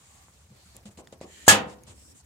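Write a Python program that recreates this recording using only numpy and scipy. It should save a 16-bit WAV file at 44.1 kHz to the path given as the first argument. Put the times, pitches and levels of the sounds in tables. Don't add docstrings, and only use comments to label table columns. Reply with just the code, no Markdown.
import sys
import numpy as np
from scipy import signal
from scipy.fft import rfft, irfft
from scipy.io import wavfile

SR = 44100
rng = np.random.default_rng(int(sys.argv[2]) if len(sys.argv) > 2 else 0)


def dump_mix(stems):
    frames = np.atleast_2d(stems).T
    limited = np.clip(frames, -1, 1)
    pcm = np.round(limited * 32767).astype(np.int16)
    wavfile.write(sys.argv[1], SR, pcm)


def ratio(d):
    e = np.asarray(d, float) / 20
    return 10 ** e


N = 99621

SLAM_S, PUSH_DB, PUSH_HZ, PUSH_CYCLES = 1.4797, 5.3, 760, 1.8
# time after landing in seconds, level in dB.
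CHATTER = [
    (.0012, -1),
    (.006, -9),
    (.012, -7.5),
    (.021, -17),
    (.030, -5.5),
    (.062, -25),
]
# pitch in Hz, level in dB, T60 in seconds.
LID_LOW_MODES = [(192, -30, .4), (205, -26, .45), (555, -17.5, 0.25), (646, -20, 0.22), (791, -19, 0.41),
                 (851, -18.5, 0.29), (900, -26, .45), (1036, -24.5, .45), (1233, -16, 0.28),
                 (1390, -23.5, .3), (1464, -20.5, 0.11), (1693, 1.5, .13), (2680, -17.5, 0.3),
                 (3166, -14.5, 0.14)]
# pitch in Hz, level in dB, T60 in seconds.
LID_HIGH_MODES = [(4770, -20.5, 0.13), (5300, -21, 0.077), (6180, -18.5, 0.089), (6620, -6, 0.1),
                  (6720, -14.5, .15), (7480, -12, 0.1), (7430, -17, 0.15), (7755, -7.5, 0.1),
                  (8520, -14.5, .12), (10530, -11.5, 0.079), (12100, -14.5, 0.06), (13200, -17.5, .04),
                  (14700, -18.5, .04), (15200, -22, .1)]
# pitch in Hz, level in dB, T60 in seconds.
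BOOMS = [(98, -14.5, 0.29), (308, -19, .4), (502, -22, 0.6), (535, -21, 0.38), (1125, -21, 0.24)]
# frequency in Hz, level in dB per Hz.
PLATE_COLOUR = [(75, -24.5), (200, -15), (800, -9), (1500, -11), (3000, -8.5), (5000, -13), (7000, -8),
                (10500, -16), (15800, -37)]
# frequency in Hz, T60 in seconds.
PLATE_T60 = [(80, 0.79), (300, 0.43), (800, 0.42), (2000, 0.28), (5000, 0.17), (10000, .115), (16000, 0.16)]
LID_LOW_DB, LID_HIGH_DB, CROWD_DB = -4, -2, -15.5
SWELL_S, LONGEST_SWELL_S = 0.0065, 0.02
CLATTER_DB, CLATTER_RISE_S, CLATTER_HOLD_S = -13, 0.001, .02
LATE_DB, LATE_LONGER = -31, 2.2
CLATTER_THIN_HZ, CLATTER_THIN_DB = 1400, -5
CLATTER_PATCHY_DB = 4

# start in seconds, peak in dB, pitch in Hz, length in cycles, rumble in dB.
KNOCKS = [(.284, -40, 1100, 3.0, -35), (.503, -51, 200, 40.0, -20), (.512, -47, 128, 24.0, -26),
          (.748, -52, 350, 5.0, -7), (.770, -47, 105, 8.0, -17), (.855, -39, 205, 34.0, -18),
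          (.878, -43, 115, 10.0, -22), (.975, -45, 210, 20.0, -12), (.9885, -33, 550, 3.0, -18),
          (1.1268, -31, 520, 5.0, -22), (1.2127, -26, 560, 6.0, -26), (1.232, -39, 550, 4.0, -20),
          (1.2435, -33, 400, 4.0, -21), (1.525, -21, 204, 34.0, -34), (1.605, -30, 206, 24.0, -30),
          (1.665, -36, 175, 10.0, -20), (1.705, -44, 200, 10.0, -14), (1.875, -46, 200, 8.0, -13),
          (1.895, -39, 95, 9.0, -18)]
# pitch in Hz, level in dB, T60 in seconds.
DRUM_MODES = [(206.1, -14, 0.28), (354.5, -11, 0.21), (528.5, -11.5, 0.21), (626.8, -14, 0.21),
              (800.3, -17.5, 0.22), (925.6, -16.5, .2), (1129, -22, .15)]
# frequency in Hz, level in dB per Hz.
RUMBLE = [(90, -13), (200, -2.5), (500, -3.5), (1100, -10.5), (1400, -25), (3000, -25)]
RUMBLE_T60_S = .33
# start in seconds, peak in dB, pitch in Hz, second pitch in Hz.
TICKS = [(.766, -39, 7300, 10500), (1.073, -44, 1900, 3450), (1.0735, -48, 7000, 5000),
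         (1.126, -52, 3800, 7500), (1.206, -54, 1800, 4000), (1.213, -50, 7500, 2700),
         (.856, -54, 1500, 2700), (1.836, -45, 6600, 9500), (.9745, -50, 2700, 4200),
         (1.70, -52, 5300, 5900), (.767, -46, 8800, 12500)]
TICK_T60_S = .007

# start in seconds, length in seconds, centre in Hz, width in Hz.
RUBS = [(-.05, .36, 1130, 90), (.05, .2, 780, 120), (.52, .25, 4400, 1200), (.56, .17, 11300, 1500),
        (1.27, .205, 1850, 300), (1.29, .19, 3100, 500), (1.265, .215, 7100, 1100), (1.28, .19, 2350, 250),
        (1.29, .19, 4200, 900), (1.27, .2, 8800, 2500), (1.95, .19, 5400, 700), (1.93, .21, 7900, 1800),
        (1.76, .42, 240, 140), (1.3, .17, 300, 200), (1.7, .17, 300, 60), (.5, .12, 480, 250),
        (1.02, .09, 320, 200), (1.96, .08, 2800, 2000)]
RUB_DB = [-68, -67.5, -64.5, -72.5, -58.5, -58, -54, -64, -60.5, -64, -62.5, -57, -63, -61, -60, -65, -63,
          -66]
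RUB_EDGE_S, RUB_SWELL = .04, 0.26
# start in seconds, length in seconds, level in dB,
# level of the dull part against the bright in dB, share of the stroke spent rising from 0 to 1.
SWISHES = [(-.05, 0.4, -59.5, -3.5, 0.41), (0.323, 0.2, -65.5, -4, 0.26), (0.493, 0.37, -65, 0, 0.38),
           (0.743, 0.046, -62.5, -3, 0.6), (0.855, 0.042, -54.5, -1, 0), (0.904, .035, -62, -8, .3),
           (0.971, 0.048, -54.5, -1.5, 0.2), (1.123, 0.024, -56.5, 1.5, 0.14),
           (1.211, 0.042, -56.5, 4.5, 0), (1.464, 0.019, -33, -7, 0.8), (1.669, 0.08, -57.5, 2, 0.61),
           (1.865, 0.074, -54, -2, 0.28), (2.14, 0.079, -55.5, -11.5, 0.67)]
# frequency in Hz, level in dB per Hz.
SWISH_BRIGHT = [(3000, -25), (5000, -18.5), (6500, -2), (7500, 0), (9000, -4.5), (11000, -18.5),
                (15000, -25)]
# frequency in Hz, level in dB per Hz.
SWISH_DULL = [(500, -8.5), (1100, -6), (1450, -10), (1900, -5.5), (3000, -6.5), (4300, -8), (5500, -10)]

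# frequency in Hz, level in dB per Hz.
AIR = [(40, -8.5), (75, -5.5), (150, -11.5), (300, -24), (1000, -26.5), (3000, -32), (7000, -31.5),
       (15000, -39)]
AIR_DB = -59.5
DRONE_HZ, DRONE_WIDTH_HZ, DRONE_DB = 73, 14, -58
# frequency in Hz, likeness from -1 to 1.
LIKENESS = [(60, .94), (180, .9), (550, .55), (1650, 0), (3000, -.2), (6000, .05), (15000, .05)]
# frequency in Hz, left minus right in dB.
BALANCE_DB = [(60, -6.5), (240, 0), (950, 0.5), (3770, -1.5), (15000, 2)]
PORT_CUT_HZ, TOP, DRIVE_DB = 79.7, .97, 0


def rms_one(x):
    return x / np.sqrt(np.mean(x ** 2) + 1e-20)


def at_hz(points, hz):
    table = np.array(points)
    return np.interp(np.log(np.maximum(hz, 1)), np.log(table[:, 0]), table[:, 1])


def likeness(hz):
    return np.clip(at_hz(LIKENESS, hz), -1, 1)


def port_tilt(hz):
    return ratio(at_hz(BALANCE_DB, hz) / 2 * np.array([[1], [-1]]))


def two_ports(mid, side, hz):
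    alike = likeness(hz)
    return np.sqrt(1 + alike) * mid + np.sqrt(1 - alike) * side * [[1], [-1]]


def drift(rate):
    r = np.exp(-80 * np.pi * rate / SR)
    slow = signal.lfilter([1], [1, -2 * r, r * r], rng.standard_normal(N // 40 + 2002))[2000:]
    return np.interp(np.arange(N) / 40, np.arange(len(slow)), rms_one(slow))


def ring(clicks, hz, t60):
    r, w = ratio(-60 / (t60 * SR)), 2 * np.pi * hz / SR
    return signal.lfilter([0, np.sin(w)], [1, -2 * r * np.cos(w), r * r], clicks + 1e-18)


def click(s, db):
    x = np.zeros(N)
    x[int(s * SR)] = ratio(db)
    return x


def soften(x, hz):
    return signal.lfilter(*signal.butter(2, hz, fs=SR), x)


def noise(spectrum, patchy_db):
    hz = np.arange(N // 2 + 1) * SR / N
    inside = np.clip(hz, spectrum[0][0], spectrum[-1][0])
    edge_db = -40 * np.abs(np.log2(inside / np.maximum(hz, 1)))
    mid, side = rfft(rng.standard_normal((2, N))) * ratio(at_hz(spectrum, hz) + edge_db)
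    both = two_ports(mid, side, hz)
    strip = (np.log2(np.maximum(hz, 1) / 40) * 1.5).astype(int)
    groups = [irfft(both * (strip % 4 == k), N) for k in range(4)]
    return rms_one(sum(ratio(patchy_db * drift(30)) * group for group in groups))


def modes(hz, db, t60, turn, crowded):
    t, out = np.arange(int(.78 * SR)) / SR, np.zeros((2, N))
    apart = np.arccos(likeness(hz))[:, None] * turn[:, :1] * 0.71
    size = ratio(db) * port_tilt(hz)
    swell_s = np.minimum(SWELL_S * 1700 / hz, LONGEST_SWELL_S)[:, None]
    fade = ratio(-60 * t / t60[:, None]) * (1 - .7 * np.exp(-t / swell_s))
    hits = CHATTER if crowded else CHATTER[:2]
    for k, (lag, hit_db) in enumerate(hits):
        part = slice(k, None, len(CHATTER)) if crowded else slice(None)
        i = int((SLAM_S + lag) * SR)
        for port in range(2):
            phase = turn[part, 1:2] * 2 + apart[part] * (1 - 2 * port)
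            wave = np.sin(2 * np.pi * hz[part, None] * t + phase) * fade[part]
            out[port, i:i + len(t)] += (ratio(hit_db) * size[port, part] @ wave)[:N - i]
    return out


def air_push():
    return soften(ring(click(SLAM_S, PUSH_DB), PUSH_HZ, PUSH_CYCLES * 2 / PUSH_HZ), 2 * PUSH_HZ)


def clear_modes():
    low = np.array(LID_LOW_MODES) + [0, LID_LOW_DB, 0]
    high = np.array(LID_HIGH_MODES) + [0, LID_HIGH_DB, 0]
    clear = np.vstack([low, high, BOOMS])
    turn = rng.choice([-1, 1], (len(clear), 2)) * [.7, 1]
    turn[:, 1] *= (1 + .1 * rng.random(len(clear))) ** 20
    return modes(*clear.T, turn, crowded=False)


def plate_crowd():
    chance = rng.standard_normal((900, 4))
    hz = 70 + 15900 * np.sort(rng.random(900)) ** 1.5
    packing_db = 10 * np.log10((hz / 4000) ** (1 / 3))
    db = at_hz(PLATE_COLOUR, hz) + packing_db + 2 * chance[:, 2]
    t60 = at_hz(PLATE_T60, hz) * np.exp(.08 * chance[:, 3])
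    crowd = modes(hz, db, t60, chance, crowded=True)
    i = int(SLAM_S * SR)
    return ratio(CROWD_DB) * crowd / np.std(crowd[:, i:i + SR // 20])


def clank():
    return air_push() + clear_modes() + plate_crowd()


def clatter():
    n, out = SR * 3 // 4, np.zeros((2, N))
    t, hz = np.arange(n) / SR, np.arange(n // 2 + 1) * SR / n
    colour = ratio(at_hz(PLATE_COLOUR, hz) + CLATTER_THIN_DB * (hz < CLATTER_THIN_HZ)) * (hz > 60)
    uneven = rng.standard_normal(60)[(hz / 400).astype(int)] * np.clip(hz / 12000, 0, 1)
    mid, side = rfft(rng.standard_normal((2, n))) * colour * ratio(CLATTER_PATCHY_DB * uneven)
    both = two_ports(mid, side, hz) * port_tilt(hz)
    edges = 60 * 2 ** np.arange(0, 8.5, 1 / 3)
    whole, dying = 0, 0
    for low, high in zip(edges, edges[1:]):
        band = irfft(both * (hz >= low) * (hz < high), n)
        fall_db = -60 * np.maximum(t - CLATTER_HOLD_S, 0) / at_hz(PLATE_T60, low)
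        whole = whole + band
        dying = dying + band * (ratio(fall_db) + ratio(LATE_DB + fall_db / LATE_LONGER))
    i = int((SLAM_S + .001) * SR)
    out[:, i:i + n] = (dying * np.minimum(t / CLATTER_RISE_S, 1) / np.std(whole))[:, :N - i]
    return ratio(CLATTER_DB) * out


def knocks():
    t, thump, tail = np.arange(N) / SR, np.zeros(N), np.zeros(N)
    blows = np.zeros((len(DRUM_MODES), N))
    mode_hz = np.array(DRUM_MODES)[:, 0]
    for s, db, hz, cycles, rumble_db in KNOCKS:
        thump += soften(ring(click(s, db + 1), hz, cycles / hz), 2 * hz)
        blow_db = db + rumble_db + 9 + rng.normal(0, 3, len(mode_hz))
        blows[:, int(s * SR)] = ratio(blow_db) / (1 + (mode_hz / (4.7 * hz)) ** 2)
        fall_db = -60 * np.maximum(t - s, 0) / RUMBLE_T60_S
        tail += ratio(db + rumble_db + fall_db) * np.clip((t - s) / 0.0021, 0, 1)
    drum = sum(ratio(db) * ring(blow, hz, t60) for blow, (hz, db, t60) in zip(blows, DRUM_MODES))
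    return (thump + drum) * ratio([[.5], [-.5]]) + ratio(-0.5) * tail * noise(RUMBLE, patchy_db=1.5)


def ticks():
    out = np.zeros(N)
    for s, db, hz, other_hz in TICKS:
        pair = ring(click(s, db + 4), hz, TICK_T60_S) + ring(click(s, db + 2), other_hz, TICK_T60_S)
        out += signal.lfilter(*signal.butter(2, .7 * min(hz, other_hz), "high", fs=SR), pair)
    return out


def rubs():
    t, out = np.arange(N) / SR, np.zeros((2, N))
    for (s, length, hz, width_hz), db in zip(RUBS, RUB_DB):
        edges_hz = [hz - width_hz / 3, hz + width_hz / 3]
        band = signal.butter(1, edges_hz, "band", fs=SR, output="sos")
        swollen = s + np.clip(RUB_SWELL, .1, .8) * length
        times = [s - RUB_EDGE_S, swollen, s + length - RUB_EDGE_S / 2, s + length]
        stroke = np.interp(t, times, [0, 0.79, 0.99, 0.048])
        out += ratio(db) * stroke * rms_one(signal.sosfilt(band, rng.standard_normal((2, N))))
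    return out


def swishes():
    t, bright, dull = np.arange(N) / SR, np.zeros(N), np.zeros(N)
    for s, length, db, dull_db, rise in SWISHES:
        peak = s + np.clip(rise, .03, .95) * length
        stroke = np.sin(np.pi / 2 * np.interp(t, [s, peak, s + length], [0, 1, 0])) ** 0.56
        bright += ratio(db) * stroke
        dull += ratio(db + dull_db) * stroke
    return bright * noise(SWISH_BRIGHT, patchy_db=.8) + dull * noise(SWISH_DULL, patchy_db=1.2)


def surroundings():
    drone = ring(rng.standard_normal(N + SR), DRONE_HZ, 2.2 / DRONE_WIDTH_HZ)[SR:]
    drone = ring(drone, DRONE_HZ, 1.1 / DRONE_WIDTH_HZ)
    return ratio(AIR_DB) * noise(AIR, patchy_db=2.5) + ratio(DRONE_DB) * rms_one(drone)


def scene():
    return clank() + clatter() + knocks() + ticks() + rubs() + swishes() + surroundings()


def low_pass(x):
    return signal.sosfilt(signal.butter(12, 15950, fs=SR, output="sos"), x)


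def record(dry):
    port_cut = signal.butter(2, PORT_CUT_HZ, "high", fs=SR, output="sos")
    x = ratio(DRIVE_DB) * signal.sosfilt(port_cut, dry) / TOP
    mix = TOP * x / (1 + np.abs(x) ** 6) ** (1 / 6)
    return low_pass(mix)


dry = scene()
out = record(dry)
dump_mix(out)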